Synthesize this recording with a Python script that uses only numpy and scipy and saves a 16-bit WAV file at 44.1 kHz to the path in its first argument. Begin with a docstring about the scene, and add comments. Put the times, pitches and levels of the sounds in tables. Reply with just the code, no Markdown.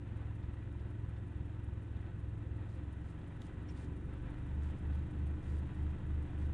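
"""Idling car and a rubbing bison

A four-cylinder car idles at a wet roadside, heard from inside; half way through, the engine speeds up.
A hum close to three times the firing rate beats with the engine's tone there; both swell into a
throbbing boom. Panels rumble, valves clatter, fuel injectors tick and a loose part rattles faintly.
Outside, a bison rubs its head on a post: its fur rustles softly and a horn catches with two small ticks."""
import sys
import numpy as np
from scipy import signal
from scipy.fft import rfft, irfft, next_fast_len
from scipy.io import wavfile
from scipy.ndimage import uniform_filter1d

SR = 44100
rng = np.random.default_rng(int(sys.argv[2]) if len(sys.argv) > 2 else 0)


def wav_out(sig):
    """Save sig, one row per channel (or a flat mono array), as 16-bit PCM at SR to the path in sys.argv[1]."""
    wavfile.write(sys.argv[1], SR, np.round(np.clip(np.atleast_2d(sig).T, -1, 1) * 32767).astype(np.int16))


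N = 287973
TIME = np.arange(N) / SR
FFT_SIZE = next_fast_len(N)
HZ = np.maximum(np.arange(FFT_SIZE // 2 + 1) * SR / FFT_SIZE, 1)
SLOW_IDLE, FAST_IDLE = 21.7, 24.9   # firings per second

# How strong each cylinder is, in the order they fire: (level [dB])
CYLINDER_DB = [0.57, 3.2, 0.24, 3.3]


def from_db(db):
    """Turn decibels into a number to multiply by."""
    return 10 ** (np.asarray(db) / 20)


def rms_one(x):
    """Scale a signal so that its average strength (rms) is 1."""
    return x / np.sqrt(np.mean(x ** 2) + 1e-20)


def white():
    """White noise: every pitch at equal strength."""
    return rng.standard_normal(N)


def drift(turns_per_s):
    """A smooth random wander, about 1 in size."""
    points = rng.standard_normal(400)
    return rms_one(np.interp(TIME * turns_per_s, np.arange(len(points)), points))


def grain(samples):
    """A fast random flicker, about 1 in size, that makes a sound rough."""
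    return rms_one(uniform_filter1d(white(), size=samples))


def swell(middle_s, length_s):
    """A bell-shaped rise and fall of height 1."""
    return np.exp(-2 * ((TIME - middle_s) / length_s) ** 2)


def lift_at(hz, resonances):
    """How many dB the resonances add or take away at these pitches."""
    return sum(lift / (1 + (2 * (hz - centre) / width) ** 2) for centre, width, lift in resonances)


def coloured(x, spectrum, resonances=()):
    """Give x a tone colour with resonances on top, then scale it to strength 1."""
    hz, db = np.transpose(spectrum)
    shape_db = np.interp(np.log(HZ), np.log(hz), db) + lift_at(HZ, resonances)
    shape_db -= 24 * np.log2(np.maximum(HZ / hz[-1], 1))   # fade away above the last row
    return rms_one(irfft(rfft(x, FFT_SIZE) * from_db(shape_db), FFT_SIZE)[:N])


def per_firing(firings, cylinder_db, delay, width):
    """One smooth burst per firing, as strong as its cylinder; delay and width are in firings."""
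    number = np.round(firings - delay)
    strength = from_db(cylinder_db)[number.astype(int) % len(cylinder_db)]
    return strength * np.exp(-.5 * ((firings - delay - number) / width) ** 2)


def tone(cycles, level_db, waver_db):
    """A pure tone whose loudness wavers a little."""
    return np.sqrt(2) * from_db(level_db + waver_db * drift(7)) * np.cos(2 * np.pi * cycles)


def exhaust(firings, speed, effort, smear_cycles=0.0888):
    """At slow idle the low engine tones line up into one thud per firing; faster, the cabin smears it."""
    # Engine tones before the cabin shapes them:
    # (pitch [times the firing rate], level at slow idle [dB], level at fast idle [dB])
    engine_tones = [(1, -65.5, -51.5), (2, -55.5, -62), (4, -49, -49.5), (5, -44.5, -48.5),
                    (6, -61.5, -61.5), (7, -67.5, -56.5), (7.5, -66, -59.5), (8, -67, -64),
                    (10.5, -69.5, -66.5), (12, -71.5, -66), (12.25, -73.5, -60), (13.5, -65.5, -86),
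                    (14, -69.5, -66.5), (16.03, -66, -79.5), (18.06, -84, -75.5), (24.02, -77.5, -88)]
    # Booms and dead spots of the cabin that the tones slide through: (pitch [Hz], width [Hz], lift [dB])
    cabin_booms = [(45.4, 0.98, -12), (48.35, 2.6, 13), (96.5, 2.3, -10), (116.5, 6.7, -7), (159.6, 4.3, 6),
                   (379.8, 24, 11)]
    out = np.zeros(N)
    for multiple, slow_db, fast_db in engine_tones:
        multiple = round(multiple * len(CYLINDER_DB)) / len(CYLINDER_DB)   # repeats every four firings
        lag = smear_cycles * effort * (min(multiple, 8) - 3) ** 2
        level_db = slow_db + (fast_db - slow_db) * effort + lift_at(multiple * speed, cabin_booms)
        out += tone(multiple * firings - lag, level_db, waver_db=1.2)
    return out


def throb(firings, speed, effort):
    """The tone at three times the firing rate overtakes a hum; the two add and cancel in turn."""
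    hum_hz = 68.57 + 1.004 * (speed - SLOW_IDLE)
    hum_cycles = .93 + np.cumsum(hum_hz) / SR
    boom = effort ** 3.4   # the swell comes late, close to the fast idle
    engine_tone = tone(3 * firings, level_db=-53.5 + 12 * boom, waver_db=.5)
    hum = tone(hum_cycles, level_db=-49 + 6 * boom, waver_db=.5)
    return engine_tone - hum


def rumble(firings, repeat_db=-1.5):
    """Each firing shakes the body panels; part of the shake repeats every four firings."""
    # Tone colour of the shaking panels: (pitch [Hz], relative level [dB])
    spectrum = [(18, -23), (25, -12.5), (40, -2), (65, 3), (95, 1.5), (130, 2.5), (170, -0.5), (215, -5),
                (270, -6), (345, -7), (400, -14.5), (480, -20), (800, -43)]
    # Resonances of the cabin: (pitch [Hz], width [Hz], lift [dB])
    resonances = [(297, 23, 11), (346, 14, -2), (442, 34, 4.5)]
    pattern = rng.standard_normal(256)
    places = np.arange(len(pattern)) / len(pattern)
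    repeating = rms_one(np.interp(firings / len(CYLINDER_DB), places, pattern, period=1))
    bursts = 1 + per_firing(firings, CYLINDER_DB, delay=0.32, width=0.45)
    random_shake = coloured(bursts * white(), spectrum, resonances)
    repeated_shake = coloured(bursts * repeating, spectrum, resonances)
    return rms_one(random_shake + from_db(repeat_db) * repeated_shake)


def clatter(firings, pulsing=0.36, flutter_db=0.75, grain_db=1.2):
    """Valves and belts make a grainy rush that rings in the engine bay and lifts at each firing."""
    # Tone colour of the valves and belts: (pitch [Hz], relative level [dB])
    spectrum = [(200, -9), (500, 1), (700, 2.5), (950, -0.5), (1150, -1.5), (1550, -2.5), (1950, -2),
                (2220, -9.5), (2650, -8.5), (3700, -14.5), (4300, -23.5), (6000, -42.5)]
    # Resonances of the engine bay: (pitch [Hz], width [Hz], lift [dB])
    resonances = [(516.4, 15.5, 12.7), (888, 17, 6), (937, 41, 2.6), (992, 22, 6.4), (1320, 31, 6),
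                  (1505, 32, 6.9), (1698, 46, 2.7), (1920, 87, 2.6), (2405, 40, 7), (2626, 97, 2.9),
                  (3180, 78, 1.7), (3800, 120, 2)]
    bursts = 2 + pulsing * per_firing(firings, CYLINDER_DB, delay=0.011, width=0.27)
    roughness = from_db(grain_db * grain(samples=130) + flutter_db * drift(14))
    return coloured(bursts * roughness * white(), spectrum, resonances)


def injectors(firings, effort, idle_db=-87.5, rise_db=2.2, uneven_db=1.1):
    """Each fuel injector gives a thin ringing tick, the nearest loudest; harder as the speed rises."""
    # How strong each injector is, in firing order: (relative level [dB])
    injector_db = [1.5, -5.5, -2.5, -7]
    # Tone colour of a tick: (pitch [Hz], relative level [dB])
    spectrum = [(3000, -12.5), (6500, -12), (8000, -7.5), (9000, -0.5), (9450, -1), (9900, -8),
                (11000, -20)]
    # Where the injectors ring: (pitch [Hz], width [Hz], lift [dB])
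    resonances = [(9000, 80, 4), (9296, 41, 8), (9540, 87, 8)]
    bursts = per_firing(firings, injector_db, delay=.12, width=.15)
    bursts *= from_db(uneven_db * drift(18))
    return from_db(idle_db + rise_db * effort) * coloured(bursts * white(), spectrum, resonances)


def hiss():
    """The running car gives off a thin, high hiss."""
    # Tone colour of the hiss: (pitch [Hz], relative level [dB])
    spectrum = [(2000, -15), (4500, -4.5), (5500, -0.5), (7500, 3.5), (9400, 2.5), (10200, -0.5),
                (11300, -11), (13500, -12)]
    # Small peaks in the hiss: (pitch [Hz], width [Hz], lift [dB])
    resonances = [(5400, 36, 2.4), (5650, 60, 2.7), (9000, 190, 2.7)]
    return coloured(white(), spectrum, resonances)


def outdoors():
    """A dull wash of sound from outside; opposite signs left and right make it wide."""
    # Tone colour of the wash: (pitch [Hz], relative level [dB])
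    spectrum = [(30, -12.5), (100, -12.5), (200, 5.5), (290, 9.5), (380, 6.5), (550, 4.5), (850, 1.5),
                (1300, -3), (1700, -20), (2500, -60.5), (5000, -23.5)]
    return coloured(white(), spectrum) * np.array([[1], [-1]])


def rattles(length_s=0.0099):
    """A loose part shakes now and then with a short, dry rasp."""
    # Shakes of the loose part: (time [s], level [dB])
    shakes = [(.432, -73), (.80, -74), (1.167, -75), (1.968, -75), (3.217, -75), (4.935, -74)]
    # Tone colour of the rasp: (pitch [Hz], relative level [dB])
    spectrum = [(800, -13), (1800, -13.5), (3500, 10), (4500, -1), (6500, -13), (10000, -14)]
    loudness = sum(from_db(db) * swell(time_s, length_s) for time_s, db in shakes)
    return loudness * coloured(white(), spectrum)


def stroke(start_s, length_s, fade_in_s=0.027, fade_out_s=0.028):
    """The pressure of one rub: it rises to 1, holds and lets go."""
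    rise = (TIME - start_s) / fade_in_s
    fall = (start_s + length_s - TIME) / fade_out_s
    return np.clip(.5 + np.minimum(rise, fall), 0, 1)


def rubbing(grain_db=2.5, catch_db=1.0, catches_per_s=45):
    """The bison's coarse fur drags over the post in grainy strokes, catching and slipping."""
    # Strokes of fur on the post: (start [s], length [s], level [dB])
    rubs = [(2.68, 0.1, -79.5), (3.04, .09, -77.5), (3.405, .08, -74.5), (3.673, 0.064, -76),
            (3.75, 0.11, -71.5), (4.615, .11, -76), (4.766, 0.03, -77), (4.91, 0.093, -80),
            (5.43, 0.17, -74.5), (5.73, .2, -84), (6.383, 0.083, -76.5)]
    # Tone colour of the fur: (pitch [Hz], relative level [dB])
    spectrum = [(600, -3), (1200, -1.5), (1900, 7), (2800, 5), (4000, 5.5), (5500, 0.5), (8000, 3),
                (9500, 5), (11000, -17.5), (14000, -30)]
    pressure = sum(from_db(db) * stroke(start_s, length_s) for start_s, length_s, db in rubs)
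    roughness = from_db(grain_db * grain(samples=90) + catch_db * drift(catches_per_s))
    return pressure * coloured(roughness * white(), spectrum)


def horn_ticks():
    """A horn catches on the post twice, each time with a narrow ring and a broad crack."""
    # Two rows per catch, ring then crack: (middle [s], length [s], level [dB], pitch [Hz], width [Hz])
    catches = [(3.4195, .003, -58, 3600, 900), (3.4193, .001, -57.5, 8500, 9000),
               (3.695, .014, -68, 5550, 550), (3.695, .012, -63, 2000, 2200)]
    out = np.zeros(N)
    for middle_s, length_s, db, hz, width in catches:
        edges_hz = [hz - width / 2, hz + width / 2]
        band = signal.sosfilt(signal.butter(2, edges_hz, "band", fs=SR, output="sos"), white())
        out += from_db(db) * swell(middle_s, length_s) * rms_one(band)
    return out


def scene(hiss_under_db=-22.5, outdoors_under_db=-7.0):
    """The engine's speed drives the running sounds; the rattles and the bison keep their own times."""
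    # How fast the engine runs: (time [s], speed [firings per s])
    speed_curve = [(0, 21.644), (1.4, 21.804), (2.45, 21.504), (3.05, 22.894), (3.8, 23.224), (4.7, 24.9),
                   (5.7, 25.158), (6.53, 25.093)]
    speed = np.interp(TIME, *np.transpose(speed_curve))
    firings = .39 + np.cumsum(speed) / SR   # a running count
    effort = np.clip((speed - SLOW_IDLE) / (FAST_IDLE - SLOW_IDLE), 0, 1)   # 0 slow idle, 1 fast idle
    surge_db = 2 * swell(middle_s=3.9, length_s=0.46)   # one surge as the engine picks up
    rumble_db = -51 + 1.4 * effort + surge_db
    clatter_db = -63 + 2.5 * effort
    car = exhaust(firings, speed, effort) + throb(firings, speed, effort)
    car += from_db(rumble_db) * rumble(firings)
    car += from_db(clatter_db) * clatter(firings) + injectors(firings, effort) + rattles()
    car += from_db(clatter_db + hiss_under_db) * hiss()
    outside = from_db(clatter_db + outdoors_under_db) * outdoors()
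    return car + outside + rubbing() + horn_ticks()


def record(dry, cutoff_hz=13800):
    """Two microphone openings hear the treble out of step; the very highest pitches are cut."""
    # How far the left side runs ahead of the right: (pitch [Hz], lead [radians])
    left_lead = [(6200, 0), (8000, 1.05), (10000, 2.0), (11100, 3.1)]
    lead = np.interp(HZ, *np.transpose(left_lead))
    shift = np.exp(.5j * lead * np.array([[1], [-1]]))   # half to each side
    heard = irfft(rfft(dry, FFT_SIZE) * shift, FFT_SIZE)[:, :N]
    return signal.sosfilt(signal.ellip(10, .1, 80, cutoff_hz, fs=SR, output="sos"), heard)


dry = scene()
out = record(dry)
wav_out(out)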